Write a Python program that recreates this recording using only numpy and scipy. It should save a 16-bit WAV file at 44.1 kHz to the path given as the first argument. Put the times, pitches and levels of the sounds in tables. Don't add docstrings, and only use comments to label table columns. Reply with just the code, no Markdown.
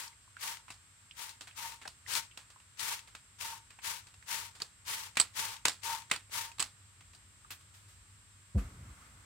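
import sys
import numpy as np
from scipy import signal
from scipy.fft import rfft, irfft, next_fast_len
from scipy.io import wavfile
from scipy.ndimage import uniform_filter1d

SR = 44100
rng = np.random.default_rng(int(sys.argv[2]) if len(sys.argv) > 2 else 0)


def master(y):
    cut = np.clip(np.atleast_2d(y).T, -1, 1)
    pcm = np.round(cut * 32767)
    wavfile.write(sys.argv[1], SR, pcm.astype(np.int16))


def level_to_linear(level):
    exponent = np.asarray(level, float) / 20
    return 10 ** exponent


N = 407917
T = np.arange(N) / SR


def level(x, db):
    return x * level_to_linear(db) / np.sqrt(np.mean(x ** 2))


def on_log(table, hz):
    rows = np.array(table, float)
    return np.interp(np.log(hz + 1), np.log(rows[:, 0]), rows[:, 1])


def shape(x, gain):
    size = next_fast_len(N)
    hz = np.arange(size // 2 + 1) * SR / size
    return irfft(rfft(x, size) * gain(hz), size)[..., :N]


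def ring(x, hz, width_hz):
    return signal.lfilter(*signal.iirpeak(hz, hz / width_hz, SR), x)


def walk(rate):
    k = int(SR / rate)
    held = np.repeat(rng.standard_normal(N // k + 1), k)
    return 1.44 * uniform_filter1d(uniform_filter1d(held, k), k)[:N]


def pair(alike):
    common, own = rng.standard_normal(N), rng.standard_normal((2, N))
    return np.sqrt(alike) * common + np.sqrt(1 - alike) * own


def sides(pan_db):
    return level_to_linear(np.array([pan_db, -pan_db]) / 2)


def fading(s, t60, attack_s):
    t = np.maximum(T - s, 0)
    return (1 - np.exp(-t / attack_s)) * 1000. ** (-t / t60)


SAG_DB = 11

# valve opens [t/s], pressure peaks after [t/s], stroke ends after [t/s],
# loudest mist [level/dB], climb from first jet to peak [level/dB]
SQUEEZES = [(-0.12, 0.11, 0.19, -42, 4), (0.385, 0.084, .17, -39.5, 6), (1.15, 0.076, 0.17, -44.5, 4.5),
            (1.549, .09, 0.2, -44, 2.5), (2.054, 0.12, 0.15, -32.5, 15.5), (2.77, 0.14, 0.21, -38, 5),
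            (3.385, 0.07, 0.18, -42, 0), (3.818, 0.077, .17, -40, 0.5), (4.26, 0.084, .21, -39.5, 3.5),
            (4.85, 0.068, 0.22, -39, 2.5), (5.334, 0.062, .21, -36.5, 8.5),
            (5.818, 0.077, 0.18, -39.5, 3.5), (6.3, .065, 0.17, -37, 6.5)]


def stroke():
    open_db_per_s, sag_curve, shut_db_per_s = 750, 1.63, 260
    peak_db, pressure_db, age = np.zeros(N), np.full(N, -90.), np.zeros(N)
    for s, peak_s, end_s, db, climb_db in SQUEEZES:
        now = (T >= s) & (T < s + .4)
        t = T[now] - s
        rise = np.minimum(open_db_per_s * t - 20.5 - climb_db, climb_db * (t / peak_s - 1))
        sag = SAG_DB * np.clip((t - peak_s) / (end_s - peak_s), 0, 1) ** sag_curve
        fall = -sag - shut_db_per_s * np.maximum(t - end_s, 0)
        peak_db[now], age[now] = db, t
        pressure_db[now] = np.where(t < peak_s, rise, fall)
    return peak_db, pressure_db, age


# [f/Hz], power per Hz [level/dB]
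MIST = [(59, -44), (100, -13.5), (328, -25), (424, -18.5), (721, -19.5), (910, -7.5), (1200, -8),
        (2000, -5.5), (2270, -6), (8640, -8.5), (14700, -14.5), (16000, -33.5)]


def mist(peak_db, pressure_db, age):
    fine_db, fine_follows = -3, 0.24
    pan_db_at_start, pan_db_per_s = 7.5, -16
    port_lag_s = 9e-5
    flow = level_to_linear(peak_db + pressure_db) * (pressure_db > -90)
    brightness_db = fine_db + fine_follows * np.maximum(pressure_db, -40)
    brightness_db += .3 * np.clip(pressure_db + SAG_DB, -25, 0)
    pan_db = pan_db_at_start + pan_db_per_s * age + 1.6 * walk(20)
    drops = pair(0.059) * level_to_linear(2.0 * rng.exponential(size=N) + 1.23 * walk(120))
    hiss = level(shape(drops, lambda hz: level_to_linear(on_log(MIST, np.minimum(hz, 14500)))), 1.67)
    fine = shape(hiss, lambda hz: 1 / (1 + (9500 / (hz + 1)) ** 8))
    hiss = hiss + fine * (level_to_linear(brightness_db + 2) - 1)
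    hiss[1] = np.roll(hiss[1], int(port_lag_s * SR))
    return hiss * flow * sides(pan_db)


STRUCK_SPOT_DB = [1, 1.5, -5.5, 1, -1, -0.5, 2.5, -0.5, -1, -4.5, 4.5, 6, 2.5]


def board_hum(pressure_db):
    board_hz, board_width_hz = 917, 27.4
    hum_db, follows, lag_s, waver_db = -49.5, .9, 0.0096, 2
    spot_db = np.array(STRUCK_SPOT_DB)[np.searchsorted(np.transpose(SQUEEZES)[0], T) - 1]
    step = 1 / (lag_s * SR)
    landing = signal.lfilter([step], [1, step - 1], np.maximum(pressure_db, -45) + 45) - 44.5
    gain = level_to_linear(hum_db + spot_db + follows * landing + waver_db * walk(45))
    gain = gain * np.clip(landing / 10 + 4.4, 0, 1)
    mode = level(ring(ring(pair(1.0), board_hz, board_width_hz), board_hz, 180), -2.86)
    upper_mode = level(ring(pair(0.56), 1105, 200), -8.5)
    return (mode + upper_mode) * gain * sides(0.68)[:, None]


# [f/Hz], power per Hz [level/dB]
ROOM = [(30, -46), (48, -13), (98, -16), (163, -24.5), (258, -29.5), (400, -36), (684, -35.5), (950, -29),
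        (1170, -25), (1900, -26.5), (6500, -33), (8300, -26.5), (10500, -39.5), (16000, -49)]
# [f/Hz], likeness [0-1]
ROOM_ALIKE = [(60, 0.91), (130, 0.7), (290, 0.13), (640, 0), (1410, 0), (3100, -0.0), (6820, 0),
              (15000, 0.0)]
# [f/Hz], [level/dB]
WHINE = [(7639, -69), (8357, -74.5), (9049, -81), (9189, -88.5), (13577, -97)]


def room():
    room_db, stir_db, stir_db_per_s = -59.5, .8, .45

    def alike(hz):
        return np.clip(on_log(ROOM_ALIKE, hz), 0, 1)

    def is_bass(hz):
        return 1 / (1 + (hz / 150) ** 4)

    mid = shape(rng.standard_normal(N), lambda hz: level_to_linear(on_log(ROOM, hz)) * np.sqrt(1 + alike(hz)))
    side = shape(rng.standard_normal(N), lambda hz: level_to_linear(on_log(ROOM, hz)) * np.sqrt(1 - alike(hz)))
    air = level(np.array([mid + side, mid - side]), room_db - 2.0)
    bass = shape(air, is_bass) + level(ring(rng.standard_normal(N), 96.7, 7.7), -67.5)
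    upper = shape(air, lambda hz: 1 - is_bass(hz))
    out = bass * level_to_linear(stir_db * walk(2.94) + stir_db_per_s * (T - T.mean())) + upper * level_to_linear(-1.5)
    right_lead = np.array([[0], [.7]])
    for k, (hz, db) in enumerate(WHINE):
        gain = level_to_linear(db + 3.5 + 0.66 * k + .5 * walk(22))
        out = out + gain * np.sin(2 * np.pi * hz * T + .15 * walk(12) + right_lead)
    return out


# [f/Hz], width [f/Hz], [level/dB]
PLASTIC = [(2620, 33, -5.5), (3420, 59, -30), (4600, 270, -36), (4600, 31, -29), (6340, 65, -19),
           (6900, 210, -4), (8160, 370, 0)]
TICK_HZ = [90, 250, 550, 1000, 2300, 4500, 6100, 8000, 12000, 16000]


def clicks(table, bass_db, treble_db, bass_pan_db, treble_pan_db, ring_db):
    t = np.arange(8192) / SR
    hz = np.arange(4097) * SR / 8192
    out = np.zeros((2, N + len(t)))
    mode_hz, width_hz, mode_db = np.transpose(PLASTIC)[:, :, None]
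    apart = hz / (hz + 1500)
    pan = sides(bass_pan_db + (treble_pan_db - bass_pan_db) * hz / (hz + 4000))
    for s, db, mid_db, rattle_db in table:
        low_db = bass_db + 0.38 * mid_db
        high_db = treble_db + 0.2 * mid_db
        noise, luck = rng.standard_normal((4, len(t))), rng.standard_normal((3, len(PLASTIC), 1))
        ragged = level_to_linear(15 * uniform_filter1d(noise[3], size=32))
        sharpness = np.clip((db + 58) / 26, .3, 1.4)
        crack = sharpness * (t / .0015) ** 2 * np.exp(2 - 2 * t / .0015)
        shake = crack + .5 * np.exp(-t / 0.0038) + level_to_linear(rattle_db) * np.exp(-t / 0.029)
        burst = rfft(noise[:3] * ragged * shake * (1 - np.exp(-t / 0.0016)))
        modes = level_to_linear(mode_db + 4.3 * luck[0]) * np.exp(-np.pi * 1.5 * width_hz * t)
        modes = modes * np.sin(2 * np.pi * mode_hz * (1 + 0.033 * luck[1]) * t)
        ringing = rfft(modes.sum(axis=0) * (1 - np.exp(-t / 0.0002)))
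        wave = burst[0] + 1.52 * apart * burst[1:] + level_to_linear(ring_db) * ringing
        colour = db + np.array([low_db + 3.5, low_db + 6.0, low_db + 3.5, low_db + 12.5, mid_db + 6.5, 4.5,
                                high_db / 2 - 0.5, high_db + 6.0, high_db - 12.5, high_db - 14.5])
        i = int(s * SR)
        out[:, i:i + len(t)] += irfft(wave * pan * level_to_linear(on_log(np.transpose([TICK_HZ, colour]), hz)))
    return out[:, :N]


def pings(table, pan_db, spread):
    out = np.zeros((2, N + 8192))
    t = np.arange(8192) / SR
    for s, db, hz, t60 in table:
        noise = rng.standard_normal((3, len(t)))
        push = (noise[0] + 1.65 * noise[1:]) * (1000. ** (-t / t60) + 2.0 * np.exp(-t / 0.00076))
        tone = ring(ring(push, hz, spread * hz), hz, 2 * spread * hz)
        tone = tone / np.abs(tone.mean(axis=0)).max()
        i = int(s * SR)
        out[:, i:i + len(t)] += level_to_linear(db - 5.5) * tone * sides(pan_db)[:, None]
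    return out[:, :N]


# [t/s], peak [level/dB], [f/Hz], T60 [t/s]
VALVE = [
    (0.077, -39, 5430, 0.042),
    (1.1109, -55, 5240, 0.05),
]


def valve_ball():
    return pings(VALVE, pan_db=-4, spread=0.061)


# [t/s], 3.5-6 kHz peak [level/dB], hollowness [level/dB], rattle after crack [level/dB]
SPITS = [(0.0772, -42.5, -30, -27), (0.4154, -51, -16, -16), (0.5694, -46, 4, -34), (1.292, -41.5, -9, -13),
         (1.7205, -52, 7, -14), (2.1355, -33.5, -7, -14), (2.1514, -32, -6, -8), (2.7931, -39, -6, -6),
         (2.9906, -46, 1, -16), (3.4096, -41.5, 5, -20), (3.8457, -49, -3, -20), (5.5648, -47, 5, -21),
         (5.8326, -43, 2, -13), (6.0192, -48.5, 3, -16)]


def spits():
    return clicks(SPITS, -15, -4, bass_pan_db=8.0, treble_pan_db=15, ring_db=-32)


# [t/s], peak [level/dB], [f/Hz], T60 [t/s]
PINGS = [(0.1281, -50, 2170, 0.04), (0.2772, -50, 1070, 0.043), (0.3674, -35.5, 1510, 0.06),
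         (0.681, -45, 980, 0.071), (1.1104, -32.5, 2900, 0.063), (1.511, -45, 2800, 0.047),
         (1.8533, -32.5, 1480, 0.044), (2.0627, -35.5, 1950, 0.049), (2.3121, -44, 2820, 0.11),
         (2.5604, -45.5, 1094, 0.095), (3.7878, -42.5, 930, 0.051), (4.2248, -44.5, 1910, 0.047),
         (5.1686, -38, 2470, 0.035), (5.651, -30, 2620, 0.024), (6.1123, -16, 1910, 0.016),
         (7.4467, -49, 1140, 0.048)]


def small_parts():
    return pings(PINGS, pan_db=-2.5, spread=0.24)


# [t/s], 3.5-6 kHz peak [level/dB], hollowness [level/dB], rattle after crack [level/dB]
TICKS = [(0.3666, -59, 10, -8), (0.6809, -65.5, 11, 2.5), (0.7028, -42, -3.5, -8),
         (1.4087, -44.5, -3.5, -5.5), (1.4716, -50, 5, -5.5), (1.8143, -63, 5, 7.5),
         (1.8537, -49.5, 8, -10.5), (1.8761, -37, -10, -13), (2.3734, -42.5, 1, -9.5),
         (2.5012, -51.5, -2, -11), (2.6005, -59, 6, -15), (3.0739, -56.5, 2, -4), (3.1497, -44, 3, -13.5),
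         (3.7045, -51, 5, -12), (3.7883, -59, 17, -14), (4.068, -57, -2.5, -2.5), (4.14, -54, -3, -12),
         (4.2253, -57, 3, -18), (4.5506, -60, -1, 5), (4.6004, -48, 2.5, -4.5),
         (4.6184, -33.5, -11.5, -13.5), (7.0074, -58, 5, -10), (7.1332, -58, -1, -6),
         (7.1482, -48.5, -19, -14), (7.5048, -46, 4, -16), (7.5144, -47, 5, -12.5), (7.6094, -63, 4, -13),
         (8.5894, -64, 12, -4)]


def trigger_ticks():
    return clicks(TICKS, -4.5, -2, bass_pan_db=1.0, treble_pan_db=-2.0, ring_db=-9.0)


# [t/s], peak [level/dB], [f/Hz], T60 [t/s]
BODY = [
    (0.7035, -42, 1200, .06),
    (1.856, -41, 706, 0.089),
    (2.375, -49, 990, .05),
    (3.15, -50, 680, .05),
    (4.62, -48, 500, 0.077),
    (6.114, -37.5, 480, 0.093),
    (6.597, -29, 1200, .06),
]


def bottle_body():
    return pings(BODY, pan_db=7.0, spread=0.28)


# [t/s], peak [level/dB], [f/Hz], T60 [t/s]
SPRING = [
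    (4.6184, -26.5, 4600, 0.036),
    (5.1993, -10.5, 8000, 0.078),
    (5.2114, -27, 4270, 0.057),
    (5.682, -34, 4500, 0.058),
    (6.161, -36, 4430, 0.045),
    (6.6023, -15, 7760, 0.045),
    (6.625, -21.5, 7800, 0.04),
]


def return_spring():
    return pings(SPRING, pan_db=-4, spread=0.061)


# [t/s], 3.5-6 kHz peak [level/dB], hollowness [level/dB], rattle after crack [level/dB]
SNAPS = [(5.1542, -49, -1, -7), (5.1701, -29, 8.5, -9), (5.1991, -25.5, -5.5, -12), (5.2114, -27, -18, -21),
         (5.6526, -23.5, 3.5, -10), (5.6815, -21, -18, -17), (5.6934, -33, -10, -11.5),
         (6.099, -51, -2, -6), (6.1125, -27.5, 5.5, -11), (6.1354, -39.5, 9, -16), (6.1599, -39, 0, -17),
         (6.5161, -49, 0, -18), (6.5828, -47, -2, -8), (6.595, -36, -2.5, 0), (6.6009, -32, -6, -9),
         (6.6243, -30.5, -6, -25)]


def trigger_snaps():
    return clicks(SNAPS, -5.5, -1.7, bass_pan_db=1.0, treble_pan_db=-5.5, ring_db=-8.0)


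# [t/s], [level/dB], T60 [t/s]
CLOTH = [
    (7.505, -37.5, 0.14),
    (7.6, -61, .2),
    (7.735, -55, 0.38),
    (7.88, -59, 0.41),
    (8.07, -70, .3),
]


def sleeve():
    cloth = level(ring(pair(0.36), 1600, 500) + ring(pair(0.053), 3400, 6000), -1.0)
    return cloth * sum(level_to_linear(db) * fading(s, t60, attack_s=0.007) for s, db, t60 in CLOTH)


# [t/s], peak [level/dB], [f/Hz], T60 [t/s]
CAP = [
    (7.507, -36, 13900, 0.15),
]


def cap_rasp():
    return pings(CAP, pan_db=5.0, spread=0.25)


THUMP_S, RIM_S = 8.546, 8.575

# [f/Hz], [level/dB], T60 [t/s]
TABLE = [(149, -41, 0.038), (202, -33, 0.035), (263, -36, 0.045), (365, -40, 0.04), (485, -44, 0.059),
         (678, -47, 0.034)]


def thump():
    t = np.maximum(T - THUMP_S, 0)
    turns = 44 * t + 75 * 0.0288 * (1 - np.exp(-t / 0.021))
    swell = (t / 0.03) ** 1.26 * np.exp(1.5 - t / .017)
    boom = level_to_linear(-20.5) * swell * np.sin(2 * np.pi * (turns + 0.54))
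    push = rng.standard_normal(N) * (t / 0.009) * np.exp(1 - t / 0.0083)
    push = push + rng.standard_normal(N) * level_to_linear(-14) * fading(RIM_S + .015, .3, .004)
    top = sum(level_to_linear(db + 25.5) * ring(ring(push, hz, 0.85 / t60), hz, hz / 2) for hz, db, t60 in TABLE)
    return boom + top * sides(3.1)[:, None]


def slide():
    rock_db, rock_t60_s, slide_db, slide_ends_s, rest_db = -40, .2, -52, 8.94, -65
    rim_db, rim_t60_s, scrape_db = -45.5, 0.31, -63
    sliding = np.clip((slide_ends_s - T) / .02, 0, 1)
    load = level_to_linear(rock_db) * fading(THUMP_S + .05, rock_t60_s, .003) + level_to_linear(slide_db) * sliding + level_to_linear(rest_db)
    settle = np.clip((T - THUMP_S - .07) / 0.029, 0, 1)
    rumble = level(ring(ring(rng.standard_normal(N), 73, 45), 75, 80), 0)
    rumble = rumble * load * level_to_linear(2.2 * walk(45) + 0.3) * settle
    buzz = level(ring(pair(0.84), 200, 130), -66.5) * (load / level_to_linear(slide_db)) ** 0.48 * settle
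    rub = level_to_linear(rim_db) * fading(RIM_S, rim_t60_s, 0.0048) + level_to_linear(scrape_db + 1.7 * walk(12)) * settle
    scrape = ring(pair(0.11), 1260, 470) + 0.54 * ring(pair(0.29), 2100, 200)
    scrape = scrape + 0.16 * ring(pair(0.11), 7100, 5100)
    return rumble + buzz + level(scrape, -1.2) * rub


def scene():
    peak_db, pressure_db, age = stroke()
    spray = mist(peak_db, pressure_db, age) + board_hum(pressure_db) + spits()
    trigger = trigger_ticks() + trigger_snaps()
    rings = valve_ball() + small_parts() + bottle_body() + return_spring() + cap_rasp()
    return spray + room() + trigger + rings + sleeve() + thump() + slide()


def low_pass(x):
    return signal.sosfilt(signal.butter(12, 16810, fs=SR, output="sos"), x)


def record(dry):
    heard = shape(dry, lambda hz: 1 / (1 + (38 / (hz + 1)) ** 6) / (1 + (hz / 16050) ** 100))
    return low_pass(heard)


dry = scene()
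out = record(dry)
master(out)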